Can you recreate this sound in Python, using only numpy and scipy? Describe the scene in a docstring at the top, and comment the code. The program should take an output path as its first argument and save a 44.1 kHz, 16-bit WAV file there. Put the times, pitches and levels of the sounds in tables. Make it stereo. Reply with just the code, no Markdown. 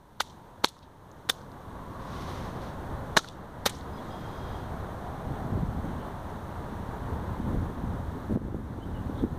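"""Smashing lemons on wet pavement

A bare fist comes down five times, close to a phone: peel snaps, pulp squelches, juice patters down.
A sleeve swishes as the hand sets down the next fruit. Far traffic swells behind, something squeals
thinly, a small bird chirps, and gusts buffet the microphones more and more.
The hardest hits make the phone's limiter duck everything for a moment."""
import sys
import numpy as np
from scipy import signal
from scipy.fft import rfft, irfft, next_fast_len
from scipy.io import wavfile
from scipy.ndimage import uniform_filter1d, map_coordinates

SR = 44100
rng = np.random.default_rng(int(sys.argv[2]) if len(sys.argv) > 2 else 0)


def transcribe(u):
    """Save the signal u as a 16-bit wav file named by the first command-line argument.

    u: samples, shape (n,) or (channels, n), limited to [-1, 1]; the rate is SR.
    q: integer samples, one column per channel.
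    """
    v = np.clip(np.atleast_2d(u).T, -1, 1)
    q = np.round(v * 32767).astype(np.int16)
    wavfile.write(sys.argv[1], SR, q)


N = 413658
TIME = np.arange(N) / SR


def from_db(db):
    """Decibels to gain."""
    return 10 ** (np.asarray(db) / 20)


def unit_rms(x):
    """Scale to rms 1."""
    return x / np.sqrt(np.mean(x ** 2) + 1e-20)


def automation(points):
    """Join (seconds, value) points into a curve over the whole scene."""
    return np.interp(TIME, *np.transpose(points))


def swell(peak_s, width_s):
    """A bell-shaped rise and fall, 1 on top."""
    return np.exp(-np.minimum(((TIME - peak_s) / width_s) ** 2, 20))


def held(start, length, attack_s=0.013, release_share=0.22):
    """Come in quickly, hold at 1, fade over the last part."""
    fade_in = (TIME - start) / attack_s
    fade_out = (start + length - TIME) / (release_share * length)
    return np.clip(np.minimum(fade_in, fade_out), 0, 1)


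def at_hz(points, hz):
    """Read a curve on a log-frequency axis."""
    point_hz, value = np.transpose(points)
    return np.interp(np.log(np.maximum(hz, 1)), np.log(point_hz), value)


def band(x, low_hz, high_hz, order=2):
    """Causal band-pass."""
    edges = np.clip([low_hz, high_hz], 10, .45 * SR)
    return signal.sosfilt(signal.butter(order, edges, "band", fs=SR, output="sos"), x)


def resonate(x, hz, q):
    """A damped resonance with gain 1 on top."""
    return signal.lfilter(*signal.iirpeak(min(hz, SR / 3), max(q, 1), fs=SR), x)


def drift(per_s, size=N, step=12):
    """A smooth random wobble, rms 1."""
    knots = rng.standard_normal(int(size / SR * per_s) + 4)
    at = np.arange(0, size + step, step)
    curve = map_coordinates(knots, [at * per_s / SR], order=3, mode="nearest")
    return np.interp(np.arange(size), at, unit_rms(curve))


def narrow_band(hz, per_s):
    """Noise gathered closely around a pitch."""
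    phase = 2 * np.pi * np.cumsum(hz * np.ones(N)) / SR
    return drift(per_s) * np.cos(phase) + drift(per_s) * np.sin(phase)


def stereo(two, coherence):
    """Mix two unrelated signals as mid and side: coherence 1 is mono, 0 wide, -1 out of phase."""
    mid = np.sqrt(1 + coherence) * two[0]
    side = np.sqrt(1 - coherence) * two[1]
    return np.array([mid + side, mid - side]) / np.sqrt(2)


def noise(spectrum, coherence):
    """Stereo noise at rms 1, shaped by (Hz, dB) and (Hz, coherence) points."""
    size = next_fast_len(N)
    hz = np.arange(size // 2 + 1) * SR / size
    white = stereo(rfft(rng.standard_normal((2, size))), at_hz(coherence, hz))
    return unit_rms(irfft(white * from_db(at_hz(spectrum, hz)), size)[:, :N])


def noise_burst(t, t60):
    """Wide white noise that falls 60 dB in t60 seconds."""
    return rng.standard_normal((2, len(t))) * from_db(-60 * t / t60)


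def grains(size, per_s, spread_db, coherence):
    """Random clicks of uneven size: juice cells bursting, droplets landing."""
    strength = from_db(spread_db * np.minimum(rng.exponential(1, (2, size)), 3))
    polarity = rng.choice([-1, 1], (2, size))
    fires = rng.random((2, size)) < per_s / SR
    return stereo(unit_rms(strength * polarity * fires), coherence) + 1e-18


def add(out, start_s, sound, pan_db=0):
    """Mix a sound in; pan is left minus right, in dB."""
    start = round(start_s * SR)
    part = (sound * from_db([[pan_db / 2], [-pan_db / 2]]))[:, :N - start]
    out[:, start:start + part.shape[1]] += part


# The five hits. Each row: burst time, squeeze before it and juice decay (t60), all in seconds,
# thud level in dB, pulp level in dB, pulp pitch in Hz, juice level in dB, juice pitch in Hz,
# then fizz level, spray level and pan, all in dB.
FIST_HITS = [(0.2066, 0.0044, 0.015, -58, -31, 1010, -32, 3200, -44.5, -60, -1),
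             (0.6455, 0.0053, 0.034, -28.5, -28.5, 520, -30, 3600, -40, -59, -1.5),
             (1.2983, 0.0058, 0.03, -36, -34, 1030, -33, 3440, -33.5, -61.5, 1),
             (3.1728, 0.0056, 0.071, -20.5, -24.5, 1150, -23.5, 3960, -37, -46.5, 0.5),
             (3.6645, 0.0076, 0.047, -30, -26.5, 790, -26.5, 3800, -28.5, -50, -1.5)]


def fist_hits(lead_s=.02, level_span_s=.03, fist_damping_db_per_s=700, flight_s=0.041):
    """The fruit is squeezed, bursts and collapses; its juice rains down after a short flight."""
    out, size = np.zeros((2, N)), SR // 3
    t = np.arange(size) / SR - lead_s
    trim = np.sqrt(level_span_s * SR / size)   # each layer has the energy of level_span_s at its level
    flights = (t + lead_s) / flight_s
    for (when, squeeze, t60, thud_db, pulp_db, pulp_hz,
         juice_db, juice_hz, fizz_db, spray_db, pan_db) in FIST_HITS:
        contact = from_db(np.minimum(4.8 * (t + squeeze) / 0.002 - 3, 0))   # the fist meets the peel
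        burst = contact * from_db(np.where(t < 0, 11 * t / squeeze, -60 * t / t60))
        body = burst * from_db(-fist_damping_db_per_s * np.maximum(t, 0))   # thud and pulp stop sooner
        thud = band(body * grains(size, 9600, 0.68, 0.93), 203, 950)
        cavity = resonate(body * grains(size, 7000, 3.1, 1.0), pulp_hz, q=1.1)
        pulp = band(cavity, 340, 2300)
        juice = wet_ring(burst * grains(size, 8300, 10.0, 0.17), juice_hz)
        fizz = band(burst * grains(size, 9900, 4.1, 0.067), 4800, 14200)
        for layer, db in (thud, thud_db), (pulp, pulp_db), (juice, juice_db), (fizz, fizz_db):
            add(out, when - lead_s, from_db(db) * unit_rms(layer) * trim, pan_db)
        add(out, when, from_db(spray_db) * spray(size) * flights * np.exp(1 - flights), pan_db)
    return out


def wet_ring(x, hz):
    """Small pockets of air in the juice ring in two broad groups."""
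    upper_group = from_db(-5.5) * resonate(x, 1.53 * hz, q=3.4)
    return band(resonate(x, hz, q=5.4) - upper_group, 2220, 8000)


def spray(size, droplets_per_s=1800, low_hz=3090, high_hz=6850, pitches=12):
    """Tiny droplets land and ring briefly at many pitches, over a softer, unpitched patter."""
    ringing = sum(resonate(grains(size, droplets_per_s / pitches, 3.2, 0.3), hz, q=6.6) / hz
                  for hz in np.geomspace(low_hz, high_hz, pitches))
    patter = band(grains(size, 5000, 2.2, 0.3), 1300, 10000)
    return unit_rms(ringing) + from_db(-5) * unit_rms(patter)


# Knuckles slap and peel snaps. Each row: start in seconds, level in dB, pitch in Hz,
# decay (t60) in seconds, pan in dB.
PEEL_SNAPS = [(0.2022, -35, 1080, 0.0035, 2), (0.2061, -15, 1030, 0.01, 3), (0.6406, -16, 604, 0.0087, 0),
              (0.644, -17.5, 358, 0.018, 1), (0.6454, -1.5, 3180, 0.0011, 1),
              (1.2899, -22, 1490, 0.0021, -7), (1.2972, -14.5, 3550, 0.018, -4),
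              (1.2993, -16, 2350, 0.0044, 3), (3.1676, -8, 1490, 0.0027, -2),
              (3.1723, 1.5, 1340, 0.0041, -1), (3.1736, -2.5, 1700, 0.0041, -9),
              (3.1755, -9, 3850, 0.008, -6), (3.657, -18, 1390, 0.0018, -8), (3.6618, -9, 785, 0.0062, 5),
              (3.665, -10.5, 2458, 0.0021, -6), (3.6664, -22, 4200, 0.01, -8)]


def peel_snaps(scatter_db=-0.5, crack_db=-12.5):
    """A pressure pulse with a bright crack rings in trapped air and scatters off hand and ground."""
    out, t = np.zeros((2, N)), np.arange(SR // 40) / SR
    for start, db, hz, t60, pan_db in PEEL_SNAPS:
        ring = np.sin(2 * np.pi * hz * t) * from_db(-60 * t / t60)
        pulse = band(ring, 170, 19000, order=1)
        scatter = wet_ring(noise_burst(t, t60=0.0015), 3090)
        crack = band(noise_burst(t, t60=0.0025), 5000, 15600)
        edge = from_db(scatter_db) * scatter / abs(scatter).max()
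        edge += from_db(crack_db) * crack / abs(crack).max()
        add(out, start, from_db(db) * (pulse / pulse.max() + edge), pan_db)
    return out


# Juice and pulp squirt from under the fist. Each row: peak time in seconds, attack in seconds,
# level in dB, band centre in Hz, decay (t60) in seconds.
JUICE_SQUIRTS = [(.2095, .002, -27, 2600, 0.035), (.214, .005, -39, 10000, 0.043),
                 (.213, .003, -42, 5200, 0.07), (.263, .003, -56, 4000, .06),
                 (0.3, .004, -53.5, 4000, 0.05), (.655, .004, -31, 6200, 0.043),
                 (0.657, .005, -37, 2800, 0.081), (.687, .012, -40.5, 4100, .05),
                 (.687, .003, -44, 9500, 0.051), (.831, .012, -57, 3300, 0.1),
                 (1.2985, .003, -22, 4000, 0.014), (1.314, .004, -42.5, 4200, 0.046),
                 (1.323, .002, -54, 12000, .09), (3.17, .002, -27, 6130, .025),
                 (3.181, .005, -19, 5760, 0.025), (3.18, .003, -37, 950, 0.033),
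                 (3.19, .008, -25.5, 3800, 0.046), (3.67, .003, -25, 2110, 0.069),
                 (3.697, .003, -33, 7440, 0.032), (3.696, .004, -35, 2640, 0.05)]


def juice_squirts(cells_per_s=6000):
    """Each swells and dies as a dense run of bursting cells, coloured by the gap it escapes through."""
    out, t = np.zeros((2, N)), np.arange(SR // 6) / SR
    for peak, attack, db, hz, t60 in JUICE_SQUIRTS:
        cells = resonate(grains(len(t), cells_per_s, 2.4, 0.3), hz, q=1.2)
        squelch = unit_rms(band(cells, hz / 1.6, hz * 1.64))
        flow = np.minimum(t / attack, 1) * from_db(-60 * np.maximum(t - attack, 0) / t60)
        add(out, peak - attack, from_db(db) * flow * squelch)
    return out


# Single drops and bits of pulp land. Each row: start in seconds, level in dB, starting pitch in Hz,
# decay (t60) in seconds.
JUICE_DROPS = [(0.6717, -34, 4020, .012), (.766, -45, 1040, .035), (.783, -52, 5500, 0.0073),
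               (0.79, -42, 5100, 0.0067), (1.115, -47, 6700, 0.0053), (1.339, -49, 4080, .012),
               (1.411, -49, 4500, 0.0072), (1.4165, -51, 5950, 0.0071), (1.517, -51.5, 5000, .012),
               (3.1904, -20, 1310, 0.024), (3.2448, -33, 4400, .009), (3.2447, -28.5, 1410, .02),
               (3.2755, -40, 4400, 0.023), (3.2805, -38, 3500, .01), (3.2862, -27, 3470, .009),
               (3.2864, -28, 5530, 0.01), (3.2965, -40, 3534, 0.013), (3.7528, -37, 5600, 0.0065),
               (3.787, -42, 7500, .007), (3.81, -40, 4600, 0.0073)]


def juice_drops(pitch_rise_per_s=3.3, splash_db=-0.5, attack_s=0.0007):
    """Each lands with a small splash and traps a bubble whose pitch rises as it surfaces."""
    out, t = np.zeros((2, N)), np.arange(SR // 20) / SR
    for start, db, hz, t60 in JUICE_DROPS:
        bubble = np.sin(2 * np.pi * hz * t * (1 + pitch_rise_per_s * t / 2))
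        splash = band(rng.standard_normal((2, len(t))), hz / 1.3, hz * 0.96, order=1)
        envelope = from_db(db - 60 * t / t60) * np.minimum(t / attack_s, 1)
        add(out, start, envelope * (bubble + from_db(splash_db) * unit_rms(splash)))
    return out


def close_up(x):
    """Sound from just below the phone: brighter at the left port, harder and a hair later at the right."""
    left = x[0] + 0.58 * resonate(x[0], 7600, q=2.2)
    right = x[1] + 0.43 * resonate(x[1], 4240, q=2.2)
    return np.array([left, np.roll(right, 1)])


# The arm reaches in and draws back. Each row: peak time in seconds, half-width in seconds, level in dB.
ARM_MOVES = [(2.3, 0.23, -48), (2.66, 0.056, -53.5)]
# The colour of rubbing cloth. Each row: frequency in Hz, relative level in dB.
CLOTH_SPECTRUM = [(1180, -9), (2000, 0), (2620, -1.5), (3490, -3), (5190, -5), (6790, -12), (7710, -17),
                  (11100, -18), (15000, -25)]


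def sleeve():
    """Cloth rubs softly and unevenly with each move of the arm."""
    motion = sum(from_db(db) * swell(peak, width) for peak, width, db in ARM_MOVES)
    roughness = from_db(1.7 * drift(39.64))
    return motion * roughness * noise(CLOTH_SPECTRUM, coherence=[(2000, 0.08), (8000, .1)])


# The light air between gusts. Each row: time in seconds, level in dB.
BREEZE_LEVELS = [(0, -52.5), (1.4, -49), (2.2, -42.5), (3.6, -45.5), (6.2, -39), (9.37, -22)]
# The gusts. Each row: peak time in seconds, half-width in seconds, level in dB,
# flutter in dB against the gust.
WIND_GUSTS = [(1.7, 0.25, -36, -30), (2.45, 0.21, -32, -38), (2.92, 0.042, -28, -34),
              (4.48, 0.085, -30, -30), (4.82, 0.38, -31.5, -34), (5.3, 0.047, -20, -18.5),
              (5.57, 0.17, -18.5, -18.5), (5.84, 0.13, -21, -19.5), (6.78, 0.3, -28.5, -28),
              (7.2, 0.16, -26.5, -13), (7.54, 0.19, -19.5, -16.5), (7.88, 0.12, -20, -23),
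              (8.07, 0.042, -26, -20), (8.33, 0.052, -18, -15), (8.53, 0.15, -19.5, -16),
              (9.211, 0.06, -22.5, -9.5)]
# The colour of the wind's rumble. Each row: frequency in Hz, relative level in dB.
RUMBLE_SPECTRUM = [(15, -17.5), (40, 4.5), (90, 3), (150, -7.5), (250, -10.5), (400, -30.5), (700, -48),
                   (1500, -42), (4000, -65.5)]


def wind(breeze_swirl_db=-15.5):
    """Gusts ride on a breeze. Turbulence pushes one port as it pulls the other; small eddies flutter."""
    flow = from_db(automation(BREEZE_LEVELS))
    swirl = flow * from_db(breeze_swirl_db)
    for peak, width, db, swirl_db in WIND_GUSTS:
        gust = from_db(db) * swell(peak, width)
        flow = np.hypot(flow, gust)
        swirl = np.hypot(swirl, gust * from_db(swirl_db))
    rumble = noise(RUMBLE_SPECTRUM, coherence=[(60, -0.93), (400, -0.53)])
    rumble *= flow * from_db(2.7 * drift(45))
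    flutter = noise([(80, -15), (220, 2.5), (350, -6.5), (550, -12.0), (900, -38.5), (3000, -56)],
                    coherence=[(200, -0.44), (600, 0.46)])
    flutter *= swirl * from_db(5.0 * drift(40))
    return rumble + flutter + buffets(flow)


# The biggest eddies to hit the microphones. Each row: peak time in seconds, level in dB, pitch in Hz.
BIG_EDDIES = [(5.295, -17, 140), (5.316, -8, 156), (5.534, -5.5, 159), (5.558, 0, 95), (5.577, -7, 212),
              (5.628, -6, 131), (5.635, -0.5, 171), (5.692, -3, 90), (5.752, -11, 169), (5.845, -6, 150),
              (5.887, -10, 140), (7.403, -7, 200), (7.468, -13, 220), (7.527, -5, 90), (7.586, -7, 90),
              (7.608, -5, 120), (7.841, -8, 170), (8.299, -8, 260), (8.309, -6, 220), (8.354, -10, 170),
              (8.362, 5.5, 184), (8.373, -2.5, 327), (8.418, -12, 278), (8.452, -7, 199),
              (8.484, -8.5, 278), (8.527, -14, 290), (8.546, -6.5, 320), (8.789, -11.5, 260),
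              (9.098, -7.5, 234), (9.151, -10, 69), (9.233, -5, 205), (9.24, 2.5, 262), (9.249, -1, 223)]


def buffets(flow, right_lag_s=0.00034, right_db=-2.5):
    """Each eddy thumps with a pointed swing of pressure: reversed, later and weaker at the right port."""
    out, around_peak = np.zeros((2, N)), np.arange(-SR // 30, SR // 30) / SR
    t = np.array([around_peak, around_peak - right_lag_s])
    ports = np.array([[1], [-from_db(right_db)]])
    for peak, db, hz in BIG_EDDIES + small_eddies(flow):
        envelope = np.exp(-2.6 * (np.hypot(hz * t, .08) - .08))
        thump = np.cos(2 * np.pi * hz * t) * envelope
        add(out, max(peak + around_peak[0], 0), from_db(db) * thump * ports)
    return out


def small_eddies(flow, per_s=8, over_flow_db=5, centre_hz=202, candidates=200):
    """Eddies at random moments, scaled by the wind that carries them; faster ones are weaker."""
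    eddies = []
    for position, speed, chance in rng.random((candidates, 3)):
        if chance < per_s * TIME[-1] / candidates:
            db = 20 * np.log10(flow[int(position * N)]) + over_flow_db - 8 * speed
            hz = centre_hz * 2 ** (2.9 * (speed - .5))
            eddies.append((position * TIME[-1], db, hz))
    return eddies


# The rise and fall of the traffic. Each row: time in seconds, relative level in dB.
TRAFFIC_LEVELS = [(0, -61), (.4, -55), (1, -56), (1.45, -51), (2.25, -42.5), (3.1, -43), (4.3, -42.5),
                  (6.3, -43.5), (7.2, -43), (8, -45), (9.37, -45.5)]
# Passing cars. Each row: nearest moment in seconds, half-width in seconds, tyre pitch in Hz,
# level in dB against the roar.
PASSING_CARS = [(.3, 1, 947, -10.5), (1.95, 0.73, 1074, -12.5), (5.25, 0.68, 727.3, -8.5),
                (7.2, 0.43, 931, -12)]
# The colours of the roar and of the hiss above it. 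Each row: frequency in Hz, relative level in dB.
ROAR_SPECTRUM = [(30, 2.5), (80, 7.5), (160, 5), (300, -0.5), (550, -2), (950, -3), (1300, -11),
                 (1700, -15), (2400, -24), (3600, -27), (5000, -36), (9000, -40.5)]
STREET_HISS_SPECTRUM = [(1000, 9), (3500, 4.5), (6000, -0.5), (10000, -1.5), (15000, -3)]
# The roar's stereo image. Each row: frequency in Hz, coherence from 0 (wide) to 1 (mono).
ROAR_COHERENCE = [(60, 0.48), (200, 0.6), (600, 0.8), (1200, 0.76), (2200, 0.017), (3800, 0.081),
                  (8000, .1)]


def traffic():
    """Far traffic roars and each car's tyres sing in a narrow band; a fine hiss swells along."""
    level_db = automation(TRAFFIC_LEVELS)
    tyres = sum(from_db(db) * swell(nearest, width) * narrow_band(hz, 230)
                for nearest, width, hz, db in PASSING_CARS)
    roar_gain = from_db(level_db + 6.5 + 0.57 * drift(14))
    roar = noise(ROAR_SPECTRUM, ROAR_COHERENCE)
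    hiss = noise(STREET_HISS_SPECTRUM, coherence=[(1000, 0.086), (15000, 0)])
    return roar_gain * (roar + tyres) + from_db(0.51 * level_db - 36.0) * hiss


def vehicle_hum(hz=538, db=-50, nearest_s=2.43, half_width_s=0.7):
    """One distant vehicle hums faintly, on a nearly steady pitch, as it goes by."""
    pitch = hz * (1 + .003 * drift(10.5))
    hum = np.sin(2 * np.pi * np.cumsum(pitch) / SR)
    return hum * from_db(db + 2.5 * drift(9.5)) * swell(nearest_s, half_width_s)


# The bird's calls. Each row: start in seconds, length in seconds, first and last pitch in Hz,
# level in dB, rasp from 0 to 1.
BIRD_CHIRPS = [(5.843, 0.075, 3140, 3280, -61, 0.6), (5.98, 0.062, 3020, 2900, -57, 0.5),
               (8.8, 0.06, 2900, 3260, -56, 0.3), (8.925, 0.079, 3030, 2860, -55, 0.35),
               (9.137, 0.093, 3560, 3490, -58, 0.97)]


def bird(pan_db=-4, echo_db=2, echo_t60_s=0.22, rasp_per_s=600):
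    """Thin chirps far off to the right, some gliding, some raspy, blurred by the street's echoes."""
    out, t = np.zeros((2, N)), np.arange(SR // 5) / SR
    echoes = from_db(echo_db) * unit_rms(noise_burst(t, echo_t60_s)) / np.sqrt(len(t))
    for start, length, first_hz, last_hz, db, rasp in BIRD_CHIRPS:
        size = int(length * SR)
        hz = np.linspace(first_hz, last_hz, size) * (1 + rasp * .055 * drift(rasp_per_s, size))
        tremor = unit_rms(1 + rasp * drift(rasp_per_s, size))
        whistle = np.sin(2 * np.pi * np.cumsum(hz) / SR)
        chirp = from_db(db) * tremor * whistle * np.sqrt(np.hanning(size))
        add(out, start, chirp, pan_db)
        add(out, start, signal.fftconvolve(echoes, chirp[None]))
    return out


# A thin squeal, perhaps far brakes. Each row: start in seconds, length in seconds,
# starting pitch in Hz, level in dB.
SQUEAL_NOTES = [(3.925, 0.082, 5020, -62), (3.965, .045, 3350, -60), (4.076, 0.64, 3270, -64.5),
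                (4.1, 0.58, 5000, -69)]
# The colour of the hiss around it. Each row: frequency in Hz, relative level in dB.
SQUEAL_HISS_SPECTRUM = [(1200, -19.5), (2300, 3), (3800, 3), (5500, -4), (7000, -8), (9000, -20),
                        (15000, -23)]


def squeal(pan_db=-3, sag_per_s=0.031, flicker_db=1.0, hiss_db=-60.5):
    """Two unsteady high tones catch briefly, break off, then waver and sag slowly inside a soft hiss."""
    out = np.zeros((2, N))
    waver = 1 + .004 * drift(22)
    for start, length, hz, db in SQUEAL_NOTES:
        envelope = from_db(db + flicker_db * drift(18)) * held(start, length)
        pitch = hz * waver * (1 - sag_per_s * (TIME - start))
        add(out, 0, envelope * narrow_band(pitch, 110), pan_db)
    hiss = noise(SQUEAL_HISS_SPECTRUM, coherence=[(2000, 0.2), (8000, .1)])
    add(out, 0, from_db(hiss_db) * held(start=3.95, length=0.83) * hiss, pan_db)
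    return out


def scene():
    """Fruit and arm in front, wind on the microphones, bird and street behind."""
    lemons = close_up(fist_hits() + peel_snaps() + juice_squirts() + juice_drops())
    return lemons + sleeve() + wind() + bird() + traffic() + squeal() + vehicle_hum()


def limiter(x, release_db_per_s=8.5):
    """A peak over full scale pulls the gain down at once; it creeps back at a steady rate."""
    over_db = np.maximum(20 * np.log10(abs(x).max(axis=0) + 1e-9), 0)
    recovered_db = release_db_per_s * TIME
    cut_db = np.maximum.accumulate(over_db + recovered_db) - recovered_db
    return x * from_db(-uniform_filter1d(cut_db, size=16))


def record(dry, cross_feed=.33, lag_samples=17, cutoff_hz=15400):
    """The phone widens the upper mids by inverted cross-feed, limits and rounds peaks, cuts the top."""
    upper_mids = band(dry, 900, 7000, order=1)
    opposite_side = np.pad(upper_mids[::-1], ((0, 0), (lag_samples, 0)))[:, :N]
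    wide = dry - cross_feed * opposite_side
    rounded = np.tanh(limiter(wide))
    return signal.sosfilt(signal.ellip(10, .2, 80, cutoff_hz, fs=SR, output="sos"), rounded)


dry = scene()
out = record(dry)
transcribe(out)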